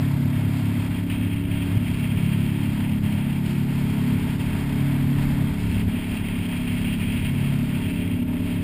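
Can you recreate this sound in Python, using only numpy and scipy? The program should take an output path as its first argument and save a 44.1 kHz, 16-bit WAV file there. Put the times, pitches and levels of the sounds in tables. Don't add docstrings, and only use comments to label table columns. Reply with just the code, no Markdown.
import sys
import numpy as np
from scipy import signal
from scipy.fft import rfft, irfft, next_fast_len
from scipy.io import wavfile
from scipy.ndimage import uniform_filter1d

SR = 44100
rng = np.random.default_rng(int(sys.argv[2]) if len(sys.argv) > 2 else 0)


def generate_wav(sig):
    pcm = np.round(np.clip(np.atleast_2d(sig).T, -1, 1) * 32767).astype(np.int16)
    wavfile.write(sys.argv[1], SR, pcm)


def linear_from_db(decibels):
    return 10 ** (np.asarray(decibels, float) / 20)


N = 380583
TIME = np.arange(N) / SR

# start_s, cycles_per_s
ENGINE_SPEED = [(0.0, 34.876), (0.78, 34.865), (1.56, 34.816), (2.34, 34.852), (3.12, 34.791),
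                (3.9, 34.982), (4.68, 34.917), (5.46, 34.996), (6.24, 34.966), (7.02, 34.976), (7.8, 34.93),
                (8.58, 34.972)]
# multiple, level_db
STEADY_MULTIPLES = [(2, -56.5), (5, -30.5), (13, -79), (14, -71), (26, -63), (40, -63)]
WAVER_SHARE = [.25, .95, .2, .12, .14, .15, .1, .12, .3, .2, .25, .25, .5]
# start_s, shaft_throb_db, firing_bark_db
MOUNT_SWAY = [(0.0, -23, -33), (0.25, -24.5, -34), (0.8, -30, -33), (1.0, -38, -32.5), (1.65, -37, -31.5),
              (2.0, -29, -38.5), (2.3, -24, -39.5), (2.65, -29.5, -33), (3.4, -28, -39), (4.1, -26, -34),
              (4.4, -30.5, -34), (4.85, -23.5, -30.5), (5.4, -24, -32), (5.75, -42.5, -36.5),
              (7.15, -33, -38), (7.5, -22.5, -40), (7.9, -35, -33), (8.63, -35.5, -33)]
# multiple, before_db, after_db
HULL_PANELS = [(1, -52, -40), (3, -27.5, -34.5), (6, -36.5, -32.5), (7, -33, -32.5), (9, -48, -53),
               (10, -50, -49), (11, -53.5, -50.5), (12, -54.5, -49.5), (17, -57.5, -60), (18, -56, -60.5)]
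# centre_s, multiple, change_db, length_s
PANEL_FLEX = [(0.4, 18, 6, .5), (1.448, 7, -10, 0.36), (1.55, 10, 8, .45), (3.0, 12, -9, 0.69),
              (2.25, 5, 4, .3), (2.5, 10, 9, 0.38), (2.6, 7, -8, 0.23), (3.002, 6, 6, 1.77),
              (2.8, 11, -6.5, 1.6), (3.4, 3, -9.5, .5), (3.497, 10, 11.5, 0.26), (3.7, 5, 2, .7),
              (3.9, 18, -9, 1.2), (4.0, 12, 2, 1), (4.036, 7, 6, 0.32), (4.6, 7, -11, 0.22),
              (4.9, 18, 10, 0.49), (5.0, 7, 4.5, 0.21), (5.25, 1, 7, .25), (5.55, 7, -3.5, .4),
              (6.2, 5, -2.5, .5), (6.6, 6, -9, 0.32), (6.69, 7, 3, 0.45), (7.2, 3, 4, .5),
              (7.2, 12, -3, .4), (8.2, 18, 8, 1.2), (8.2, 17, 9, 1.3), (8.295, 7, 5.5, 0.3),
              (8.4, 6, -10, .6), (0.95, 6, -11, .25)]
# freq_hz, level_db_per_hz
BOOM_SPECTRUM = [(60, -24), (82, -6), (97, 5.5), (116, -9), (150, -9), (200, -10), (236, 1), (262, -8),
                 (300, -16), (420, -23), (700, -36)]
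# start_s, spray_db, wash_db
WATER_FLOW = [(0.0, -51, -41.5), (0.25, -52.5, -45.5), (0.6, -47.5, -43), (1.0, -43, -45),
              (1.45, -44, -48.5), (1.56, -41.5, -46), (2.3, -40.5, -45), (2.9, -44, -45.5),
              (4.55, -44, -42), (5.45, -50, -43), (5.7, -41.5, -44.5), (6.3, -40.5, -45.5),
              (7.2, -36.5, -45), (7.66, -45, -45.5), (7.83, -38.5, -45), (8.1, -40, -48.5),
              (8.3, -50.5, -49), (8.63, -42.5, -47)]
# landing_s, lull_db, lull_length_s, surge_db
BOW_BOUNCES = [(0.33, 0.5, .1, 7), (0.91, -4, 0.045, 1), (1.096, -9, 0.1, 10.5), (1.2, -3, 0.043, 2),
               (1.513, -2.5, 0.12, 2), (1.869, -4, 0.079, 1.5), (2.17, -2, 0.074, 5.5),
               (2.802, -3, 0.026, 4), (3.031, -11, 0.047, -0.5), (3.45, -4, 0.13, 5.5),
               (3.69, -5, 0.068, 0), (3.865, -4, .05, 0), (4.394, -7, 0.043, 2), (4.7, -4, 0.06, -1.5),
               (5.218, 4, 0.05, 6), (5.886, -7.5, 0.077, -1.5), (5.97, -2, .04, 2.5), (6.113, -3, 0.071, 4),
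               (6.2, -1, 0.024, -2.5), (6.508, -2, 0.13, 3), (6.675, -2, 0.055, 4), (7.007, -4.5, .06, 1.5),
               (7.338, -6, .05, -2), (7.7, -1.5, 0.044, 1), (8.28, -5, 0.055, 3), (8.327, -1, 0.034, 6.5),
               (8.462, -1.5, .06, 7.5)]
# freq_hz, level_db_per_hz
WASH_SPECTRUM = [(380, -23), (500, -11.5), (620, -3), (730, -4), (930, -1.5), (1150, -7), (1600, -5.5),
                 (2100, -4), (2600, -9.5), (3100, -14.5), (3700, -13)]
# freq_hz, level_db_per_hz
SPRAY_SPECTRUM = [(1200, -19), (1700, -10), (2100, -5), (2450, 0), (2750, 0), (3000, -6), (3350, -9.5),
                  (3600, -20.5), (4200, -23.5)]
# freq_hz, level_db_per_hz
MIST_SPECTRUM = [(3000, -40), (3500, -18), (4000, -2.5), (5100, -5), (5600, -11), (5850, -16), (6300, -16)]
# freq_hz, width_hz, peak_db
DRUMMED_PLATES = [(632, 50, 3), (923, 60, 2.5)]
# freq_hz, width_hz, peak_db
CASE_MODES = [(2197, 59, 3), (2614, 130, 0.5), (3217, 124, 9.5), (3780, 230, 5.5), (4460, 200, 0),
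              (4640, 180, 2.5)]
# start_s, peak_db
BOW_SLAPS = [(1.098, -28), (1.2096, -30.5), (1.4516, -28.5), (2.173, -43.5), (3.9649, -31), (5.8791, -33),
             (6.2852, -26.5), (6.511, -30), (6.6683, -29), (6.844, -24), (7.275, -29.5), (7.9294, -40)]
# freq_hz, level_db_per_hz
SPLASH_SPECTRUM = [(500, 0), (1200, -13), (2500, 7), (3400, -6.5), (3900, -22.0), (5600, -25)]
# start_s, peak_db, pitch_hz
HULL_BUMPS = [
    (1.762, -8, 108),
    (4.599, -34, 108),
    (6.113, -17, 105),
]
# freq_hz, level_db_per_hz
WIND_SPECTRUM = [(8, -18), (20, -3), (45, -1), (80, 3), (110, -3.5), (250, -34)]
# centre_s, rise_db, length_s
WIND_GUSTS = [
    (1.0, 2, 0.33),
    (1.4, 5, .2),
    (2.05, 4, 0.4),
    (4.45, 5.5, .5),
    (5.3, 8.5, .25),
    (5.7, 10, .35),
    (6.75, 0, .2),
    (7.5, 1, 1),
    (8.3, 1, .2),
]

TRIM_S, TRIM_TAKES_S = 2.92, 0.91
BOOM_DB, WIND_DB = -30.5, -36.5
SURGE_FADES_S, SLAP_DIES_S = 0.047, 0.011
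TAKE_HZ, HOLD_STEPS, TOP_HZ = 12000, 4, 15265


def columns(table):
    s, *cols = np.transpose(table)
    return [np.interp(TIME, s, c) for c in cols]


def unit(x):
    return x / np.sqrt(np.mean(np.abs(x) ** 2))


def colour(x, spectrum, modes=()):
    size = next_fast_len(N)
    hz, db = np.transpose(spectrum)
    bins_hz = np.fft.rfftfreq(size, 1 / SR) + 1
    shape_db = np.interp(np.log(bins_hz), np.log(hz), db, -90, -90)
    for mode_hz, width_hz, peak_db in modes:
        shape_db += peak_db / (1 + (2 * (bins_hz - mode_hz) / width_hz) ** 2)
    return unit(irfft(rfft(x, size) * linear_from_db(shape_db), size)[:N])


def walk(rate_hz):
    hold = int(SR / rate_hz)
    steps = np.repeat(rng.standard_normal(N // hold + 1), hold)
    return unit(uniform_filter1d(uniform_filter1d(steps, hold), hold)[:N])


def swell(centre_s, length_s):
    return np.exp(-(2 * (TIME - centre_s) / length_s) ** 2)


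def multiple(turns, order, db):
    share = np.clip(WAVER_SHARE[min(order, len(WAVER_SHARE)) - 1], 0, .95)
    waver = (walk(13) + 1j * walk(13)) / np.sqrt(2)
    size = np.sqrt(1 - share ** 2) + share * waver
    lag_cycles = .22 * abs(order - 6) + .08 * order - .23
    return np.sqrt(2) * linear_from_db(db) * np.real(size * np.exp(2j * np.pi * (order * turns - lag_cycles)))


def engine(turns):
    settled = .5 + .5 * np.tanh((TIME - TRIM_S) / TRIM_TAKES_S)
    levels_db = dict(zip((4, 8), columns(MOUNT_SWAY)))
    for order, before_db, after_db in HULL_PANELS:
        levels_db[round(order)] = before_db + (after_db - before_db) * settled
    for order, db in STEADY_MULTIPLES:
        levels_db[round(order)] = db
    for s, order, change_db, length_s in PANEL_FLEX:
        levels_db[round(order)] = levels_db[round(order)] + change_db * swell(s, length_s)
    return sum(multiple(turns, order, db) for order, db in levels_db.items())


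def gust_db():
    return sum(db * swell(s, length_s) for s, db, length_s in WIND_GUSTS)


def hull_boom(turns):
    firing = np.diff(np.floor(8 * turns), prepend=0)
    level_db = BOOM_DB + .6 * walk(6) + .3 * gust_db()
    return colour(firing * rng.standard_normal(N), BOOM_SPECTRUM) * linear_from_db(level_db)


def drops(scatter_db, per_s):
    hit = rng.random(N) < per_s / SR
    size = linear_from_db(scatter_db * np.minimum(rng.exponential(size=N), 2))
    return rng.standard_normal(N) * (1 + 2.1 * hit * size)


def bounce_db():
    change_db = np.zeros(N)
    for s, lull_db, length_s, surge_db in BOW_BOUNCES:
        change_db += lull_db * np.sin(np.pi * np.clip((s - TIME) / length_s, 0, 1) ** .7)
        change_db += surge_db * (TIME > s) * np.exp(-np.abs(TIME - s) / SURGE_FADES_S)
    return uniform_filter1d(change_db, SR // 250)


def dip_before_slaps():
    return linear_from_db(sum(-7 * (TIME < s) * np.exp(-np.abs(TIME - s) / 0.003) for s, _ in BOW_SLAPS))


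def water(turns):
    spray_db, wash_db = columns(WATER_FLOW)
    lull_db = bounce_db()
    mist_db = -55.5 + 1.28 * (wash_db - wash_db.mean()) + 0.13 * (spray_db - spray_db.mean())
    flicker_db = 0.21 * walk(30) + 1.5 * walk(90)
    throb_db = 0.81 * np.cos(2 * np.pi * (turns - .9))
    wash_db = wash_db + 2.5 + 0.47 * lull_db + 0.28 * flicker_db + 0.64 * walk(12) + throb_db
    spray_db = spray_db + lull_db + 0.47 * walk(40) + 0.83 * flicker_db + .5 * walk(24)
    mist_db = mist_db + 0.4 * lull_db + 0.57 * flicker_db + 0.82 * walk(11)
    wash = colour(drops(2.1, 500), WASH_SPECTRUM, [*DRUMMED_PLATES, *CASE_MODES]) * linear_from_db(wash_db)
    spray = colour(drops(2.9, 800), SPRAY_SPECTRUM, CASE_MODES) * linear_from_db(spray_db)
    mist = colour(drops(4.5, 600), MIST_SPECTRUM, CASE_MODES) * linear_from_db(mist_db)
    return dip_before_slaps() * (wash + spray + mist)


def slaps():
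    burst = np.zeros(N)
    for s, db in BOW_SLAPS:
        burst += linear_from_db(db - 7.5) * (TIME > s) * np.exp(-np.abs(TIME - s) / SLAP_DIES_S)
    return burst * colour(rng.standard_normal(N), SPLASH_SPECTRUM, CASE_MODES)


def bumps():
    bump = np.zeros(N)
    for s, db, hz in HULL_BUMPS:
        envelope = linear_from_db(db - 4.5) * np.exp(-((TIME - s - .011) / 0.0073) ** 2)
        bump -= envelope * np.cos(2 * np.pi * hz * (TIME - s - .009))
    return bump


def wind():
    level_db = WIND_DB - 2 + gust_db() + 1.2 * walk(7)
    return colour(rng.standard_normal(N), WIND_SPECTRUM) * linear_from_db(level_db)


def scene():
    turns = np.cumsum(columns(ENGINE_SPEED)[0]) / SR
    return (engine(turns) + hull_boom(turns) + water(turns) + slaps() + bumps() + wind())[None]


def top_cut(x):
    return signal.sosfilt(signal.butter(12, 16500, fs=SR, output="sos"), x)


def record(dry):
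    taken = signal.resample_poly(dry, TAKE_HZ // 300, SR // 300, axis=1)
    held = np.repeat(taken, HOLD_STEPS, axis=1)[:, HOLD_STEPS // 2:]
    smooth = signal.resample_poly(held, SR // 300, HOLD_STEPS * TAKE_HZ // 300, axis=1, window=("kaiser", 8))
    low_pass = signal.ellip(10, .1, 50, TOP_HZ, fs=SR, output="sos")
    cut = signal.sosfiltfilt(low_pass, smooth)
    mix = np.pad(cut, ((0, 0), (0, 16)))[:, :N]
    return top_cut(mix)


dry = scene()
out = record(dry)
generate_wav(out)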